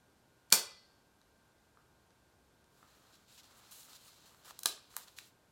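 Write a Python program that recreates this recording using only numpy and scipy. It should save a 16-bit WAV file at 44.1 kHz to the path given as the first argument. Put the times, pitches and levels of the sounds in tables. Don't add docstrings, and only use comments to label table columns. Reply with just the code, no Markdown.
import sys
import numpy as np
from scipy import signal
from scipy.fft import rfft, irfft
from scipy.io import wavfile
from scipy.ndimage import uniform_filter1d

SR = 44100
rng = np.random.default_rng(int(sys.argv[2]) if len(sys.argv) > 2 else 0)


def transcribe(signal):
    frames = np.atleast_2d(signal).T
    limited = np.clip(frames, -1, 1)
    pcm = np.round(limited * 32767).astype(np.int16)
    wavfile.write(sys.argv[1], SR, pcm)


N = 242991


def undb(db):
    return 10 ** (np.asarray(db) / 20)


def unit(x):
    return x / np.sqrt(np.mean(x ** 2))


def band(x, lo_hz, hi_hz):
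    edges = [lo_hz, min(hi_hz, 20000)]
    return signal.sosfilt(signal.butter(2, edges, "band", fs=SR, output="sos"), x)


def thin(x, hz):
    return signal.sosfilt(signal.butter(2, hz, "high", fs=SR, output="sos"), x)


def colour(x, points):
    hz, db = np.transpose(points)
    f = np.maximum(np.fft.rfftfreq(len(x), 1 / SR), 1)
    gain = undb(np.interp(np.log(f), np.log(hz), db))
    return irfft(rfft(x) * gain, len(x))


def walk(rate_hz):
    hold = int(SR / rate_hz)
    steps = np.repeat(rng.standard_normal(N // hold + 1), hold)
    return unit(uniform_filter1d(steps, hold)[:N])


def add(out, x, start_s):
    i = int(start_s * SR)
    out[i:i + len(x)] += x[:N - i]


def crack(contact_ms, low_hz, low_db, high_db, size=2048):
    t = np.arange(size) / SR / (contact_ms / 1000)
    spectrum = rfft(rng.standard_normal(size) * t * np.exp(1 - 2 * t))
    flattened = irfft(spectrum / np.abs(spectrum) ** .75)
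    burst = flattened * np.minimum(1.5 * t, 1) * np.exp(-t / 2)
    low = band(burst, low_hz / 1.5, low_hz * 1.5)
    middle = -band(burst, 3000, 7200)
    high = band(burst, 7200, 16500)
    gains = undb([low_db, 0, high_db])
    return sum(gain * part / np.abs(part).max() for gain, part in zip(gains, (low, middle, high)))


def ring(modes, size):
    t = np.arange(size) / SR
    out = np.zeros(size)
    for hz, db, t60 in modes:
        sign_draw, level_draw = rng.standard_normal(2)
        envelope = undb(db + 1.5 * level_draw - 60 * t / t60)
        out += np.sign(sign_draw) * envelope * np.sin(2 * np.pi * hz * t)
    return out


def air():
    # (frequency [Hz], relative level [dB])
    spectrum = [(12, -47.5), (20, -18), (63, -1.5), (117, -3), (184, -4), (244, -4.5), (566, -8),
                (729, -9.5), (913, -10.5), (994, -12), (1430, -14), (1950, -19), (3940, -20.5),
                (13900, -28), (16500, -44.5)]
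    # (frequency [Hz], rms level about which it wavers [dB])
    whines = [(118.4, -85.5), (920.5, -87.5), (1055, -89.5), (1448, -85.5), (1577, -83.5), (2369, -99),
              (3585, -101), (8624, -103)]
    noise_db = -70
    out = undb(noise_db) * unit(colour(rng.standard_normal(N), spectrum))
    for hz, db in whines:
        amplitude = np.sqrt(2) * undb(db + 1.5 * walk(8.3))
        phase = 2 * np.pi * np.cumsum(hz + 1.5 * walk(5.6)) / SR
        out += amplitude * np.sin(phase)
    return out


def injector():
    # (time [s], peak level of the crack's middle band [dB],
    # low band re middle [dB], high band re middle [dB])
    arrivals = [(0.5028, -43.5, -21, -2), (0.51, -51, -16, -1), (0.514, -50.5, 3.5, -2),
                (0.518, -53, 11.5, -11), (.5230, -14, -11, 0.5), (0.5246, -11.5, -12.5, 1.5),
                (.5260, -6, -11.5, -1.5), (0.5283, -21.5, -12, -0.5), (0.5317, -18.5, -9.5, 0.5),
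                (0.5387, -18.5, -13, -3.5), (0.5386, -18.5, -12, -5.5)]
    # (frequency [Hz], relative level [dB], decay time T60 [s])
    pen = [(108, -46, 0.091), (191.7, -31.5, 0.072), (380, -24, 0.072), (542, -25.5, 0.061),
           (765, -26.5, 0.026), (1390, -17.5, 0.0085), (2009, -45, 0.64), (2370, -18, 0.053),
           (4420, -5.5, 0.015), (4600, -42.5, 0.31), (5960, -10.5, 0.012), (7356, -18.5, 0.023),
           (9350, -11.5, 0.0085), (11000, -8.5, 0.0068), (12700, -9.5, 0.0052)]
    contact_ms, body_db, bass_hz = .7, -3.5, 129.7
    cracks, body = np.zeros(N), np.zeros(N)
    for s, db, low_db, high_db in arrivals:
        add(cracks, undb(db) * crack(contact_ms, 1250, low_db, high_db), s)
        add(body, undb(db + body_db) * ring(pen, size=SR // 3), s)
    return thin(np.array([cracks + body, cracks + .6 * body]), bass_hz)


def room(x, size=3 * SR // 4):
    # (band frequency [Hz], decay time T60 [s], level before the frequency weighting [dB])
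    decays = [(90, 0.22, -30.5), (205.1, .22, -19), (477, 0.3477, -18), (1030, 0.37, -26.5),
              (2180, 0.39, -27.5), (3980, 0.3, -28), (3550, 0.71, -41.5), (7240, 0.27, -28),
              (10320, 0.14, -24.5), (15050, 0.2, -25.5)]
    first_echo_s, build_s = 0.0044, 0.0045
    t = np.arange(size) / SR
    tail = np.zeros(size)
    for hz, t60, db in decays:
        noise = unit(band(rng.standard_normal(size), hz / 1.27, hz * 1.417))
        tail += undb(db - 60 * t / t60) * noise * np.sqrt(hz / 5000)
    rise = np.clip((t - first_echo_s) / build_s, 0, 1)
    return signal.fftconvolve(x, 0.2 * rise * tail)[:N]


def tick():
    start_s, every_s = .7165, 1.0561
    modes = [(1276, -50.5, .015), (1700, -66, .015), (3500, -70, .01)]  # (frequency [Hz], level [dB], T60 [s])
    out = np.zeros(N)
    for s in np.arange(start_s, N / SR, every_s):
        add(out, ring(modes, size=4096), s)
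    return out


def handling():
    # (time [s], peak level of the crack's middle band [dB],
    # low band re middle [dB], high band re middle [dB], centre of the low band [Hz], share sent to the walls [dB])
    arrivals = [(1.2144, -61.5, -8, -18, 1114, -2), (2.1051, -64.5, -1, -21, 1574, 0),
                (2.6416, -64, -9, -21, 1594, -1), (3.141, -58, -21, -25, 918, -4),
                (3.1538, -60, -19, -26, 1160, -4), (3.3787, -57, -17, -16, 1230, -6),
                (3.4418, -57, -8, -11, 1144, -5), (3.716, -53, -22, -24, 1610, -2),
                (3.7213, -48, -25, -22, 1200, -1), (3.83, -54, -9, -9, 1690, -4),
                (3.9314, -48, -9, -13, 1180, -2), (3.952, -53, -21, -17, 1190, 0),
                (4.0793, -52, -15, -12, 1580, -4), (4.3458, -65.5, 10, -10, 1032, -5),
                (4.447, -54, -9, -5, 1080, 2), (4.457, -53, -1, -10, 1133, -2),
                (4.472, -59, 6, -10, 754, -5), (4.5073, -49, 5.5, -10, 1200, -7.5),
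                (4.59, -42, -13, 10, 1060, -2.5), (4.6326, -37, -17.5, 4.5, 920, -2),
                (4.6576, -15.5, -22.5, -2, 1250, -1), (4.6665, -35, -9, -14, 1220, -5),
                (4.776, -60, 5, -15, 1500, -3), (4.9417, -67, 5, -11, 1250, -4),
                (4.965, -38, 4.5, 13, 1210, -3.5), (4.9742, -52, -5, -4, 1130, 1),
                (5.081, -54, -15, -22, 1156, -1), (5.1856, -41.5, 4.5, -2.5, 2150, -7)]
    # (frequency [Hz], relative level [dB], decay time T60 [s])
    desk_modes = [(430, -21, 0.03), (1198, -4.5, 0.021), (1624, -7, 0.023), (3960, 2, 0.021),
                  (6000, -13, 0.0035), (10250, 1, 0.014)]
    contact_ms, desk_db, bass_hz = 2.05, -9, 326
    wall_treble_db = -1.5
    direct, walls = np.zeros(N), np.zeros(N)
    for s, db, low_db, high_db, low_hz, room_db in arrivals:
        contact = crack(contact_ms, low_hz, low_db, high_db)
        desk = undb(desk_db) * ring(desk_modes, size=2048)
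        add(direct, undb(db) * (contact + desk), s)
        add(walls, undb(db + room_db) * (contact + 0.62 * desk), s)
    walls = colour(walls, [(5000, 0), (9000, wall_treble_db)])
    return thin(np.array([direct, walls]), bass_hz)


def friction():
    # (time [s], level [dB], treble re level [dB], low re level [dB])
    moving = [(2.65, -96, -1, 1), (2.78, -76.5, 0.5, 0), (3.1, -74.5, -3.5, 1.5), (3.26, -76.5, -5, -7),
              (3.5, -71, -3.5, 0), (3.7, -66, -3.5, -4), (4.03, -67.5, -1, -8.5), (4.28, -68, -4.5, -3.5),
              (4.38, -74, 0, 2), (4.58, -68.5, -8, -5), (4.88, -76, -2, -2), (5.059, -71.5, 1, -11.5),
              (5.155, -75.5, -1, -8), (5.2, -62.5, -6, -9), (5.28, -71.5, 3.5, -12.5), (5.36, -90, -9, -10)]
    # (start [s], length [s], level [dB], swell over the rub [dB],
    # treble re level [dB], low re level [dB])
    rubs = [(3.122, 0.037, -71.5, 4, -6, -10), (3.279, .095, -70.5, 3, -2, -12),
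            (3.375, 0.026, -62, 2.5, -5.5, -12), (3.43, 0.043, -66, -4.5, -3, -14),
            (3.567, 0.036, -73, -4, 5, -3), (3.709, 0.15, -62.5, -5.5, 5.5, -11.5),
            (3.883, 0.08, -66, 7, 0, -10), (4.046, 0.042, -73, 5.5, 6, -6),
            (4.255, 0.023, -65, -2.5, -2, -4), (4.449, 0.058, -63, 3, -0.5, -1.5),
            (4.899, 0.083, -70.5, 6.5, 0.5, -8.5), (4.967, 0.072, -62, -2, 0, -11),
            (5.071, 0.013, -64.5, 0, -8, -3.5), (5.164, 0.025, -65.5, 6, 2, -15)]
    attack_s, release_s = .003, .012
    time = np.arange(N) / SR
    s, db, high_db, low_db = np.transpose(moving)
    levels = [np.interp(time, s, db + rel, left=-200, right=-200) for rel in (low_db, 0, high_db)]
    power = undb(2 * np.array(levels))
    for start, length, db, swell_db, high_db, low_db in rubs:
        t = time - start
        shape = np.clip(t / attack_s, 0, 1) * np.exp(-np.maximum(t - length, 0) / release_s)
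        swell = swell_db * np.clip(t / length, 0, 1)
        balance = np.array([[low_db], [0], [high_db]])
        power += (shape * undb(db + swell + balance)) ** 2
    return np.sqrt(power)


def rustle():
    # (frequency [Hz], relative level [dB])
    cloth_spectrum = [(180, -26.5), (300, -9), (461, -4), (536, -2), (664, 1.5), (1230, 4.5), (2150, -3),
                      (4040, 3), (5530, -2), (7580, -1.5), (8650, -5.5), (13800, -6.5), (15700, -11.5)]
    bands_hz = (400, 2200), (2200, 7500), (7500, 20000)
    crease_sizes = undb(np.minimum(6.2 * rng.exponential(size=N), 12))
    creases = (rng.random(N) < 1500 / SR) * crease_sizes
    grain = 1 + 1.06 * uniform_filter1d(unit(creases), size=40)
    hand_db = 0.5 * walk(60)
    out = np.zeros(N)
    for (lo, hi), strength in zip(bands_hz, friction()):
        gain = strength * undb(hand_db + 1.0 * walk(22))
        hiss = colour(grain * rng.standard_normal(N), cloth_spectrum)
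        out += gain * unit(band(hiss, lo, hi))
    return out


def scene():
    direct, walls = injector() + handling() + tick()
    cloth = rustle()
    return (direct + room(walls + 0.2 * cloth) + cloth + air())[None]


def record(dry):
    # (frequency [Hz], width [Hz], added share of amplitude [1])
    port = [(4211, 420, 0.16), (7400, 900, 0.18)]
    top_hz = 16200
    heard = dry
    for hz, width, share in port:
        heard = heard + share * signal.lfilter(*signal.iirpeak(hz, hz / width, SR), dry)
    rounded = .9 * np.tanh(heard / .9)
    return signal.sosfilt(signal.ellip(8, .2, 70, top_hz, fs=SR, output="sos"), rounded)


dry = scene()
out = record(dry)
transcribe(out)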